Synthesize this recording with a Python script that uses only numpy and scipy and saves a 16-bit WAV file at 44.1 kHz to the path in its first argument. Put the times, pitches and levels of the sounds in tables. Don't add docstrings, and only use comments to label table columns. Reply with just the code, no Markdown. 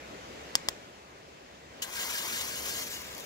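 import sys
import numpy as np
from scipy import signal
from scipy.fft import rfft, irfft, next_fast_len
from scipy.io import wavfile
from scipy.ndimage import uniform_filter1d, map_coordinates

SR = 44100
rng = np.random.default_rng(int(sys.argv[2]) if len(sys.argv) > 2 else 0)


def amplitude_ratio(level_db):
    exponent = np.asarray(level_db, float) / 20
    return 10 ** exponent


def wav_record(signal):
    frames = np.transpose(np.atleast_2d(signal))
    bounded = np.clip(frames, -1, 1)
    quanta = np.round(bounded * 32767).astype(np.int16)
    wavfile.write(sys.argv[1], SR, quanta)


N = 143325
TIME = np.arange(N) / SR
LAG_S = .000195
TOP_HZ = 15740


def unit(x):
    return x / np.sqrt(np.mean(x ** 2) + 1e-20)


def along(points, hz):
    f, v = np.transpose(points)
    return np.interp(np.log(hz + 1), np.log(f + 1), v)


def curves(rows):
    s, *cols = np.transpose(rows)
    return [np.interp(TIME, s, c) for c in cols]


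def wobble(rate):
    knots = rng.standard_normal(int(N * rate / SR) + 4)
    return map_coordinates(knots, [np.arange(N) * rate / SR])


def blue_noise(count):
    return np.diff(rng.standard_normal(count + 1))


def filtered(x, response):
    m = 2 * next_fast_len(N // 2 + SR // 4)
    return irfft(rfft(x, m) * response(np.fft.rfftfreq(m, 1 / SR)), m)[..., :N]


def causal(db):
    c = irfft(np.log(amplitude_ratio(db)))
    half = c.shape[-1] // 2
    c = np.concatenate([c[..., :1], 2 * c[..., 1:half], 0 * c[..., half:]], axis=-1)
    return np.exp(rfft(c))


def from_left(x, left_db):
    def response(hz):
        left = amplitude_ratio(left_db / 2) + 0j * hz
        right = amplitude_ratio(-left_db / 2) * np.exp(-2j * np.pi * hz * LAG_S)
        return np.array([left, right])
    return filtered(x, response)


def scattered(x, t60):
    t = np.arange(SR // 4) / SR
    tail = rng.standard_normal((2, len(t))) * amplitude_ratio(-60 * t / t60)
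    tail = tail / np.linalg.norm(tail, axis=1, keepdims=True)
    return signal.fftconvolve(x, tail, axes=1)[:, :N]


def air():
    # (time [s], level [dB])
    air_levels = [(0, -46.5), (.5, -46), (.7, -47), (.8, -49), (1.1, -51.5), (1.65, -51.5), (1.8, -48.5),
                  (2.1, -47.5), (2.6, -45.5), (2.8, -44.5), (3.25, -46.5)]
    # (frequency [Hz], level [dB per Hz])
    air_spectrum = [(30, -16), (110, -4.5), (230, -2), (550, 0.5), (850, -6), (2200, -9), (4000, -15.5),
                    (16000, -26)]
    # (frequency [Hz], left-right likeness [0-1])
    coherence = [(60, 0.83), (200, 1), (400, 0.75), (700, 0.31), (1400, 0.57), (3000, 0.26), (7000, 0.023)]
    patchy_db, sway_db = 1.15, -0.34
    drone_hz, drone_width_hz, drone_db = 67.8, 10, -16.5
    lag_s = .00046

    spectra = signal.stft(rng.standard_normal((2, N)), nperseg=512)[2]
    patches = rng.standard_normal(spectra.shape[1:])
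    patches = uniform_filter1d(uniform_filter1d(patches, size=5, axis=0), size=10, axis=1)
    pair = signal.istft(spectra * amplitude_ratio(patchy_db * unit(patches)), nperseg=512)[1][:, :N]

    def mid_and_side(hz):
        angle = np.arccos(np.clip(along(coherence, hz), -1, 1)) / 2
        return amplitude_ratio(along(air_spectrum, hz)) * [np.cos(angle), np.sin(angle)]

    mid, side = filtered(pair, mid_and_side)
    leaves = unit(np.array([np.roll(mid + side, round(lag_s * SR)), mid - side]))
    drone = filtered(rng.standard_normal(N), lambda hz: np.exp(-((hz - drone_hz) / drone_width_hz) ** 2))
    level_db, = curves(air_levels)
    return amplitude_ratio(level_db + sway_db * wobble(3.75)) * (leaves + amplitude_ratio(drone_db) * unit(drone))


def splinter(dull, crack_db):
    # (frequency [Hz], level [dB], decay time T60 [s])
    modes = [(1210, -19, 0.0056), (1970, -10, 0.0053), (3440, -7, 0.0051), (5160, 1, 0.0033),
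             (6530, -6.5, 0.0044), (7550, -5.5, 0.0064), (12600, -9, 0.0071)]
    dull_db_per_oct, rise_s, crack_t60_s = 6, .00011, .014
    t = np.arange(SR // 20) / SR
    ring = 0
    for hz, mode_db, t60 in modes:
        tilt_db = dull * dull_db_per_oct * np.log2(hz / 5000)
        ring = ring + amplitude_ratio(mode_db - tilt_db - 60 * t / t60) * np.sin(2 * np.pi * hz * t)
    crack = amplitude_ratio(crack_db - 60 * t / crack_t60_s) * blue_noise(len(t))
    return (ring + crack) * (1 - np.exp(-t / rise_s))


def snaps():
    # (time [s], peak level [dB], dullness [0-1], crack level [dB])
    snap_events = [
        (.55358, -2.5, .05, -13),
        (.68655, -8, .6, -9),
    ]
    left_db = 2
    ground_s, ground_db = .0056, -19
    bush_db, bush_t60_s, trees_db, trees_t60_s = -7, .035, -11, .2
    front_s = .0002
    out = np.zeros((2, N))
    for s, db, dull, crack_db in snap_events:
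        sound = splinter(dull, crack_db)
        snap = np.zeros(N)
        snap[round(s * SR):][:len(sound)] = amplitude_ratio(db) * sound
        direct = from_left(snap, left_db)
        out += direct + amplitude_ratio(ground_db) * np.roll(direct, round(ground_s * SR), axis=1)
        front = snap[None] * np.exp(-np.clip(TIME - s, 0, 1) / front_s)
        bushes = amplitude_ratio(bush_db) * scattered(front, bush_t60_s)
        trees = amplitude_ratio(trees_db) * scattered(front, trees_t60_s)
        out += filtered(bushes + trees, lambda hz: hz < TOP_HZ)
    return out


def first_drop():
    # (frequency [Hz], level [dB])
    steam_spectrum = [(600, -24), (1500, -12), (2500, 5), (4000, -2), (7000, 1), (9000, -22), (16000, -24)]
    start_s, rise_s, length_s = 1.8185, 0.0025, 0.021
    peak_db, fade_db_per_s = -39.5, 203
    since = np.clip(TIME - start_s, 0, 1)
    gate = np.minimum(since / rise_s, 1) * (since < length_s)
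    steam = unit(filtered(rng.standard_normal(N), lambda hz: amplitude_ratio(along(steam_spectrum, hz))))
    return gate * amplitude_ratio(peak_db - fade_db_per_s * since + 1.2 * wobble(300)) * steam


def single_spits():
    # (time [s], peak level [dB])
    spit_events = [(1.895, -41), (2.109, -29), (3.018, -29), (3.085, -37), (3.109, -35), (3.127, -38),
                   (3.139, -38), (3.149, -28), (3.17, -32), (3.18, -27), (3.199, -30), (3.206, -27),
                   (3.241, -39)]
    decay_s, offset_db = .004, -4
    envelope = 0
    for s, db in spit_events:
        envelope = envelope + amplitude_ratio(db + offset_db - 20 * np.clip(TIME - s, 0, 1) / decay_s) * (TIME >= s)
    return envelope * blue_noise(N)


def pops(density, count=32000):
    # (time [s], change of lag [s])
    lag_drift = [(0, 0), (2.7, 0), (2.95, -.00004), (3.25, -.00005)]
    pop_hz, spread_oct, cycles, size_db = 5520, 1.134, 1, 2
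    lag_scatter_s = .00002
    u, z = rng.random((count, 2)), rng.standard_normal((count, 2))
    total = np.cumsum(density) / SR
    k = np.arange(count) + u[:, 0]
    start = np.interp(k, total, np.arange(N))
    hz = np.clip(pop_hz * 2 ** (spread_oct * z[:, 0]), 600, 17000)[:, None]
    size = amplitude_ratio(-size_db * np.log(u[:, 1] + 0.00077)) * (k < total[-1])
    size = size * np.sqrt(hz[:, 0] / pop_hz)
    right_lag = LAG_S + np.interp(start / SR, *np.transpose(lag_drift)) + lag_scatter_s * z[:, 1]
    out = []
    for lag in (0, right_lag):
        at = start + lag * SR
        i = np.ceil(at).astype(int)[:, None] + np.arange(64)
        t = (i - at[:, None]) / SR
        burst = size[:, None] * np.sin(2 * np.pi * hz * t) * np.exp(-hz * t / cycles)
        out.append(np.bincount(i.ravel(), burst.ravel(), N + SR)[:N])
    return np.array(out) / np.sqrt(density + 1)


def bubbling_fat():
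    # (time [s], level [dB], pop rate [thousands per s], large bubbles [dB])
    fry_course = [(1.817, -66, 20.6, 0), (1.822, -30.5, 18.4, -9), (1.86, -47, 19.1, 5.5),
                  (1.92, -42, 19.3, 0), (2.0, -35.5, 25, 1), (2.1, -36, 25.4, 0), (2.4, -36, 25, -1),
                  (2.52, -37.5, 22, -3.5), (2.8, -36.5, 21.4, -6), (2.9, -42, 16, -12),
                  (2.925, -37, 15.8, -6), (2.95, -40.5, 11.9, -7), (3.04, -46, 7.6, 0),
                  (3.25, -49, 6.2, -3)]
    # (frequency [Hz], level [dB])
    fry_spectrum = [(150, -33.5), (500, -1.5), (950, 0.5), (2000, 0.5), (4000, 0), (7000, 3), (11000, 8.5),
                    (16000, 17)]
    clump_db, swell_db, large_below_hz = 1.2, .3, 2200
    level_db, thousands, large_db = curves(fry_course)
    on = TIME >= fry_course[0][0]
    crackle = pops(on * np.clip(thousands, .3, 30) * 1000)
    crackle = crackle / np.std(crackle[:, on])
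    crackle = filtered(crackle, lambda hz: causal(along(fry_spectrum, hz)))
    large = filtered(crackle, lambda hz: 1 / (1 + (hz / large_below_hz) ** 4))
    envelope = on * amplitude_ratio(level_db + swell_db * wobble(9.8) + clump_db * wobble(82))
    return envelope * (crackle + (amplitude_ratio(large_db) - 1) * large)


def frying():
    # (frequency [Hz], width [Hz], gain over the rest [dB])
    color_peaks = [(990, 310, 5.5), (1604, 130, 5.5), (2240, 130, 3), (2900, 110, 5.5), (3620, 38, 9),
                   (4400, 140, 3), (5650, 92, 1.5), (7530, 150, 3), (9800, 150, 1)]
    left_db, scatter_db, scatter_t60_s = 3, -5, .02
    direct = bubbling_fat() + from_left(first_drop() + single_spits(), left_db=6.5)
    turn = np.arange(N) // 2048 % 4
    echoes = sum(scattered(direct * (turn == k), scatter_t60_s) for k in range(4))

    def pan(hz):
        ring_db = sum(db / (1 + (2 * (hz - c) / w) ** 2) for c, w, db in color_peaks)
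        return causal(ring_db - 3)

    return filtered(direct + amplitude_ratio(scatter_db) * echoes, pan) * amplitude_ratio([[left_db / 2], [-left_db / 2]])


def scene():
    steady = filtered(air() + frying(), lambda hz: hz < TOP_HZ)
    return steady + filtered(snaps(), lambda hz: 1 / (1 + (hz / 16100) ** 80))


def band_limit(x):
    return signal.sosfilt(signal.butter(12, 17000, fs=SR, output="sos"), x)


def record(dry):
    # (frequency [Hz], gain [dB])
    left_response = [(20, -1), (6000, 2.5), (7600, 1.5), (7950, -7), (9000, -6), (13000, -7), (16000, -15)]
    right_response = [(20, -1), (6000, 1), (7300, 2), (7800, -1), (9500, -8.5), (12600, -7), (16000, -10)]

    def microphones(hz):
        return causal(np.array([along(left_response, hz), along(right_response, hz)]))

    mix = filtered(dry, microphones)
    return band_limit(mix)


dry = scene()
out = record(dry)
wav_record(out)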